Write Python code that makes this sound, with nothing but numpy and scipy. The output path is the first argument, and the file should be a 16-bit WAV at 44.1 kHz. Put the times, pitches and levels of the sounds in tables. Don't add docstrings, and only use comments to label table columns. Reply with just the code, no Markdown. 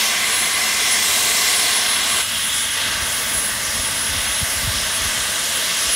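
import sys
import numpy as np
from scipy import signal
from scipy.fft import rfft, irfft, next_fast_len
from scipy.io import wavfile

SR = 44100
rng = np.random.default_rng(int(sys.argv[2]) if len(sys.argv) > 2 else 0)


def gain_from_db(level_db):
    decades = np.asarray(level_db, float) / 20
    return 10 ** decades


def pcm_store(signal):
    levels = np.round(np.clip(np.atleast_2d(signal), -1, 1) * 32767)
    wavfile.write(sys.argv[1], SR, levels.astype(np.int16).T)


N = 262395


def in_time(rows):
    s, *columns = np.transpose(rows)
    return [np.interp(np.arange(N) / SR, s, column) for column in columns]


def rms_one(x):
    return x / np.sqrt(np.mean(x ** 2) + 1e-20)


def drift(rate_hz):
    pole = np.exp(-80 * np.pi * rate_hz / SR)
    white = rng.standard_normal(N // 40 + 2002)
    slow = signal.lfilter([1], [1, -2 * pole, pole * pole], white)[2000:]
    return np.interp(np.arange(N) / 40, np.arange(len(slow)), rms_one(slow - slow.mean()))


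def coloured(spectrum, pipes, echoes):
    size = next_fast_len(N)
    hz = np.fft.rfftfreq(size, 1 / SR) + 1
    curve_hz, curve_db = np.array(spectrum).T
    level_db = np.interp(np.log(hz), np.log(curve_hz), curve_db)
    for centre_hz, width_hz, db in pipes:
        level_db = level_db + db / (1 + (2 * (hz - centre_hz) / width_hz) ** 2)
    paths = 1 + sum(gain_from_db(db) * np.exp(-2j * np.pi * hz * delay_s) for delay_s, db in echoes)
    return hz, rfft(rng.standard_normal(size)) * gain_from_db(level_db) * paths


def wind():
    # time in seconds, rumble level in dB.
    gusts = [(0, -48.5), (.5, -42), (.8, -45), (1.05, -42), (1.8, -45.5), (2.1, -40), (2.75, -42.5),
             (2.9, -36), (3.1, -36.5), (3.65, -39), (3.8, -36), (4.25, -38.5), (4.5, -41.5), (4.72, -34),
             (4.9, -38.5), (5.07, -39), (5.25, -40), (5.95, -43.5)]
    # frequency in Hz, level in dB per Hz.
    rumble_spectrum = [(12, -43), (20, -59), (42, -6), (75, -4), (136, -7.5), (178, -11.5), (221, -7),
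                       (300, -13), (390, -46), (660, -120)]
    # crest in seconds, peak in dB, swing in Hz, rise in seconds, fall in seconds.
    buffets = [(2.89, -32, 75, .03, .03), (3.375, -31, 70, .02, 0.023), (4.3, -32, 62, .03, .02),
               (5.21, -34, 60, .02, .02), (5.885, -33, 65, 0.017, 0.018), (3.03, -28.5, 71, 0.0088, 0.0098),
               (3.802, -25, 65, .012, 0.011), (4.111, -27, 74, .02, .03), (4.181, -27.5, 80, 0.035, .035),
               (4.42, -24, 160, 0.0056, .006), (4.433, -16, 92, 0.0068, 0.0067),
               (4.575, -30, 75, 0.014, 0.024), (4.637, -26, 121, .012, .005), (4.652, -23, 58, .013, 0.012),
               (4.676, -18.5, 126, 0.0021, 0.033), (4.767, -28, 70, 0.011, 0.01),
               (5.006, -30, 82, .011, .03), (5.057, -25.5, 88, .003, 0.033)]
    hz, noise = coloured(rumble_spectrum, [], [])
    rumble = rms_one(irfft(noise * (hz < 320), next_fast_len(N))[:N])
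    out = rumble * gain_from_db(in_time(gusts)[0] - 1.5 + 1.05 * drift(16))
    for crest_s, peak_db, swing_hz, rise_s, fall_s in buffets:
        span = slice(round((crest_s - .1) * SR), min(N, round((crest_s + .1) * SR)))
        t = np.arange(span.start, span.stop) / SR - crest_s
        envelope = np.exp(-(t / np.where(t < 0, rise_s, fall_s)) ** 2)
        swing = np.cos(2 * np.pi * swing_hz * t * (1 - 8 * t))
        out[span] += gain_from_db(peak_db) * envelope * swing
    return out


def whistle_db():
    base_db = -34
    # centre in seconds, rise over the base in dB, half length in seconds.
    swells = [(0.067, 4, .04), (.39, 12, 0.1), (.56, 8, 0.055), (0.927, 13, .025), (1.2, 4, .06),
              (1.42, 2, .05), (1.576, 11, .07), (1.78, 10, 0.086), (1.922, 10.5, 0.074),
              (2.154, 9.5, 0.084), (2.43, 7.5, 0.075), (2.596, 9, 0.11), (2.725, 7, .04), (3.023, 6, 0.033),
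              (3.17, 6, 0.08), (3.4, 11, 0.12), (3.657, 9, 0.014), (3.836, 9, 0.1), (4.036, 9, 0.1),
              (4.333, 9.5, 0.15), (4.53, 6, .06), (4.68, -1, 0.059), (4.978, 7.5, .05), (5.048, 7, 0.014),
              (5.24, 5, .05), (5.456, 2, .06), (5.566, 5, .03), (5.82, 9, 0.065), (5.95, 12, .07)]
    s, db, half_s = np.transpose(swells)[:, :, None]
    t = np.arange(0, N + 40, 40) / SR
    lift_db = np.max(db * np.exp(-((t - s) / half_s) ** 2), axis=0)
    return np.interp(np.arange(N) / SR, t, base_db + lift_db)


def whistle():
    # time in seconds, frequency in Hz.
    pitch = [(0, 10702), (.7, 10702), (1.4, 10693), (2.7, 10692), (3.4, 10688), (3.9, 10692), (4.8, 10685),
             (5.95, 10692)]
    hz = in_time(pitch)[0] + 2 * drift(12)
    phase = 2 * np.pi * np.cumsum(hz) / SR + 0.22 * drift(40)
    tone = np.sqrt(2) * gain_from_db(whistle_db() + 1.24 * drift(17)) * np.sin(phase)
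    sos = signal.butter(1, [10610, 10700], "band", fs=SR, output="sos")
    skirt = rms_one(signal.sosfilt(sos, signal.sosfilt(sos, rng.standard_normal(N))))
    skirt_db = -41.5 + 1.07 * np.arange(N) / SR + 0.63 * drift(11.0)
    return tone + skirt * gain_from_db(skirt_db)


def jet(spectrum, pipes, echoes, band_db, patchy_db):
    band_edges_hz = [170, 1300, 2500, 5000, 10700, 15750]
    # time in seconds, centre in Hz, lift in dB, half length in seconds.
    flares = [(0.51, 3200, -1.5, .22), (0.89, 6000, 2.5, 0.14), (2, 2020, -1, 0.16), (1.9, 1040, 2, 0.16),
              (2.1, 2700, 1.5, 0.11), (2.2, 2000, -3, 0.13), (2.4, 5600, -3, 0.24), (2.503, 210, 12, 0.09),
              (2.843, 3700, 4, 0.045), (2.95, 4100, 3, 0.17), (3.673, 5600, 5, .05), (4.3, 4900, -2, 0.35),
              (4.796, 5040, 4.5, .06), (1.83, 4500, 2.5, 0.26), (3.35, 4300, -1.5, 0.12),
              (4.2, 3000, 1.5, .12), (4.5, 11000, 3, 0.26), (7.3, 3300, 2.5, .07), (5.94, 3000, 5, .4),
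              (5.7, 3950, 3.5, 0.43), (0.27, 2180, 2, 0.14), (3.3, 12800, 5, 0.18), (5.34, 8000, 1.5, 0.18),
              (2.53, 3270, 5, 0.28), (5.94, 820, -4.5, .3), (1.18, 1600, -3.5, 0.27), (0.43, 12500, 2, .08),
              (5.85, 5500, 3.5, 0.31), (3.15, 4800, -0.5, 0.1), (3.02, 1500, 2, .12)]
    hz, noise = coloured(spectrum, pipes, echoes)
    edges, size = np.array(band_edges_hz), next_fast_len(N)
    noise = noise * (hz > edges[0]) * (hz < edges[-1])
    power = np.add.reduceat(np.abs(noise) ** 2, np.searchsorted(hz, edges))[:-1] * 2 / size ** 2
    lift_db = np.array(band_db) - 10 * np.log10(power)[:, None]
    band_at = np.log([700, 1800, 3400, 7000, 12500])
    centres = np.log(np.geomspace(200, 14000, 22))
    out, together = np.zeros(N), drift(3.3)
    for one_slice, centre in zip(np.eye(len(centres)), centres):
        weights = [np.interp(centre, band_at, row) for row in np.eye(len(band_at))]
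        depth_db = patchy_db * np.clip((centre - np.log(300)) / 3, .2, 1)
        shimmer_db = depth_db * (0.17 * together + drift(3.0) + 0.44 * drift(11.0))
        for s, flare_hz, db, half_s in flares:
            near = slice(max(0, round((s - 3 * half_s) * SR)), round((s + 3 * half_s) * SR))
            reach = np.exp(-((centre - np.log(flare_hz)) / .15) ** 2)
            shimmer_db[near] += db * reach * np.exp(-((np.arange(N)[near] / SR - s) / half_s) ** 2)
        sliced = irfft(noise * np.interp(np.log(hz), centres, one_slice), size)[:N]
        out += gain_from_db(weights @ lift_db + shimmer_db) * sliced
    return out


def steam():
    # frequency in Hz, level in dB per Hz.
    cock_spectrum = [(88, -47), (150, -13), (566, -10.5), (716, -9), (870, 2.5), (1060, -5), (1390, -17.5),
                     (2010, 0), (10200, -17), (11000, -17.5), (16000, -28)]
    valve_spectrum = [(88, -34), (150, -10.5), (361, -13), (589, -13), (774, -5.5), (1140, -8), (3350, -5),
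                      (7910, -13), (10400, -15.5), (11200, -20.5), (16000, -30.5)]
    # centre in Hz, width in Hz, gain in dB.
    cock_pipes = [(228, 12, 8), (450, 53, 2.5), (724, 41, 4), (896, 114, -20.5), (1105, 500, 7),
                  (1330, 150, 1.5), (1540, 190, 14), (2000, 240, 3), (2160, 100, 4.5), (2233, 45, -6),
                  (2560, 54, -11), (3340, 170, 4.5), (4050, 740, 2), (4800, 350, -4), (5370, 120, 6),
                  (8490, 180, 6.5), (10660, 900, -2)]
    valve_pipes = [(377, 100, -2), (608, 190, 7.5), (783, 87, -11), (998, 41, -5.5), (1166, 73, 6.5),
                   (1400, 63, -4.5), (1592, 230, 5), (2060, 460, 4), (2372, 150, -8.5), (3240, 370, 2),
                   (4500, 910, -3), (5260, 620, 1.5), (7840, 760, -3), (10550, 900, -8)]
    # delay in seconds, level in dB.
    cock_echoes = [(.0029, -13.5), (.0044, -11), (.0054, -28)]
    valve_echoes = [(.0045, -24.5), (.0021, -22)]
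    # time in seconds, steam level in dB, clearness of the path as treble in dB,
    # cocks' share of the power from 0 to 1.
    blast = [(0, -17.5, 1, .75), (.15, -19.5, -1, 0.77), (.3, -18.5, -1.5, 0.82), (.55, -20, -1, 0.78),
             (.9, -18, 0, 0.72), (1.15, -18, 2.2, .62), (1.5, -17.5, 2, .82), (1.95, -20, -1.3, 0.58),
             (2.21, -19, -1, 0.7)]
    # time in seconds, steam level in dB, clearness of the path as treble in dB.
    hiss = [(2.225, -23.5, -1), (2.58, -21.5, 1.5), (2.7, -23, -1), (2.83, -22, -2.5), (2.97, -22.5, -1.5),
            (3.15, -22.5, 1), (3.4, -22.5, 0.5), (3.56, -23.5, 0), (3.75, -23, 1), (4.13, -23, -1),
            (4.28, -22, -0.5), (4.45, -23, 0.5), (4.85, -22.5, -.5), (5.2, -22, 0), (5.35, -22, 0),
            (5.55, -22.5, 0.5), (5.95, -21.5, 1)]
    cock_bands_db = [-9.5, -6.6, -4.3, -3.5, -14]
    valve_bands_db = [-12, -6.5, -5, -4.5, -12]
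    # share of the swing in steam level, then in clearness [dB per dB].
    follows_level = [.45, .92, .97, 1.04, 1.05]
    follows_clear = [0.11, -0.61, -0.36, 0.66, 1.1]
    cocks_shut_s, cocks_fade_s = 2.22, 0.0074
    roar_gap_db, roar_back_s, roar_rise_s = -4, 2.77, 0.041

    t = np.arange(N) / SR
    level, clear = in_time([row[:3] for row in blast] + list(hiss))
    level_swing_db = np.outer(follows_level, level - level.mean())
    clear_swing_db = np.outer(follows_clear, clear - clear.mean())
    swing_db = level_swing_db + clear_swing_db + level.mean()
    swing_db[0] += roar_gap_db * (t > cocks_shut_s) * np.clip((roar_back_s - t) / roar_rise_s, 0, 1)
    share = np.clip(in_time(blast)[2], 0, 1) * np.clip((cocks_shut_s - t) / cocks_fade_s, 0, 1)
    cocks = jet(cock_spectrum, cock_pipes, cock_echoes, swing_db + np.c_[cock_bands_db], patchy_db=1.47)
    valve = jet(valve_spectrum, valve_pipes, valve_echoes, swing_db + np.c_[valve_bands_db], patchy_db=1.06)
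    return np.sqrt(share) * cocks + np.sqrt(1 - share) * valve


def scene():
    return np.tile(wind() + whistle() + steam(), (2, 1))


def roll_off(x):
    return signal.sosfilt(signal.butter(12, 16120, fs=SR, output="sos"), x)


def record(dry):
    # low edge in Hz, high edge in Hz.
    swap_bands_hz = [(4500, 5800), (8600, 10200), (11100, 12500), (14000, 15800), (11800, 14600)]
    # time in seconds, number of the band.
    swaps = [(.19, 3), (.44, 0), (.44, 3), (.675, 0), (.675, 1), (.86, 2), (1.275, 1), (1.785, 4),
             (2.02, 0), (2.02, 2), (2.045, 1), (2.065, 3), (2.25, 0), (2.25, 1), (2.53, 0), (2.53, 1),
             (2.6, 1), (2.6, 2), (2.995, 4), (3.04, 4), (3.97, 1), (4.27, 0), (4.27, 3), (4.365, 2),
             (4.365, 3), (4.855, 0), (4.855, 1), (5.225, 2), (5.39, 3), (5.48, 1)]
    frame, grid = 1024, 939
    out, n = dry.copy(), np.arange(2 * frame)
    window = signal.windows.kaiser_bessel_derived(2 * frame, 4 * np.pi)
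    for s, band in swaps:
        low_hz, high_hz = swap_bands_hz[band]
        start = grid + frame * (round((s * SR - grid) / frame) - 1)
        span = slice(start, start + 2 * frame)
        bins = np.arange(round(low_hz * 2 * frame / SR), round(high_hz * 2 * frame / SR))[:, None]
        cosines = np.cos(np.pi / frame * (n + .5 + frame / 2) * (bins + .5))
        basis = np.sqrt(2 / frame) * window * cosines
        heard = basis @ dry[0, span]
        noise = gain_from_db(-1.0) * np.std(heard) * rng.standard_normal((2, len(bins)))
        out[:, span] += (noise - heard) @ basis
    return roll_off(out)


dry = scene()
out = record(dry)
pcm_store(out)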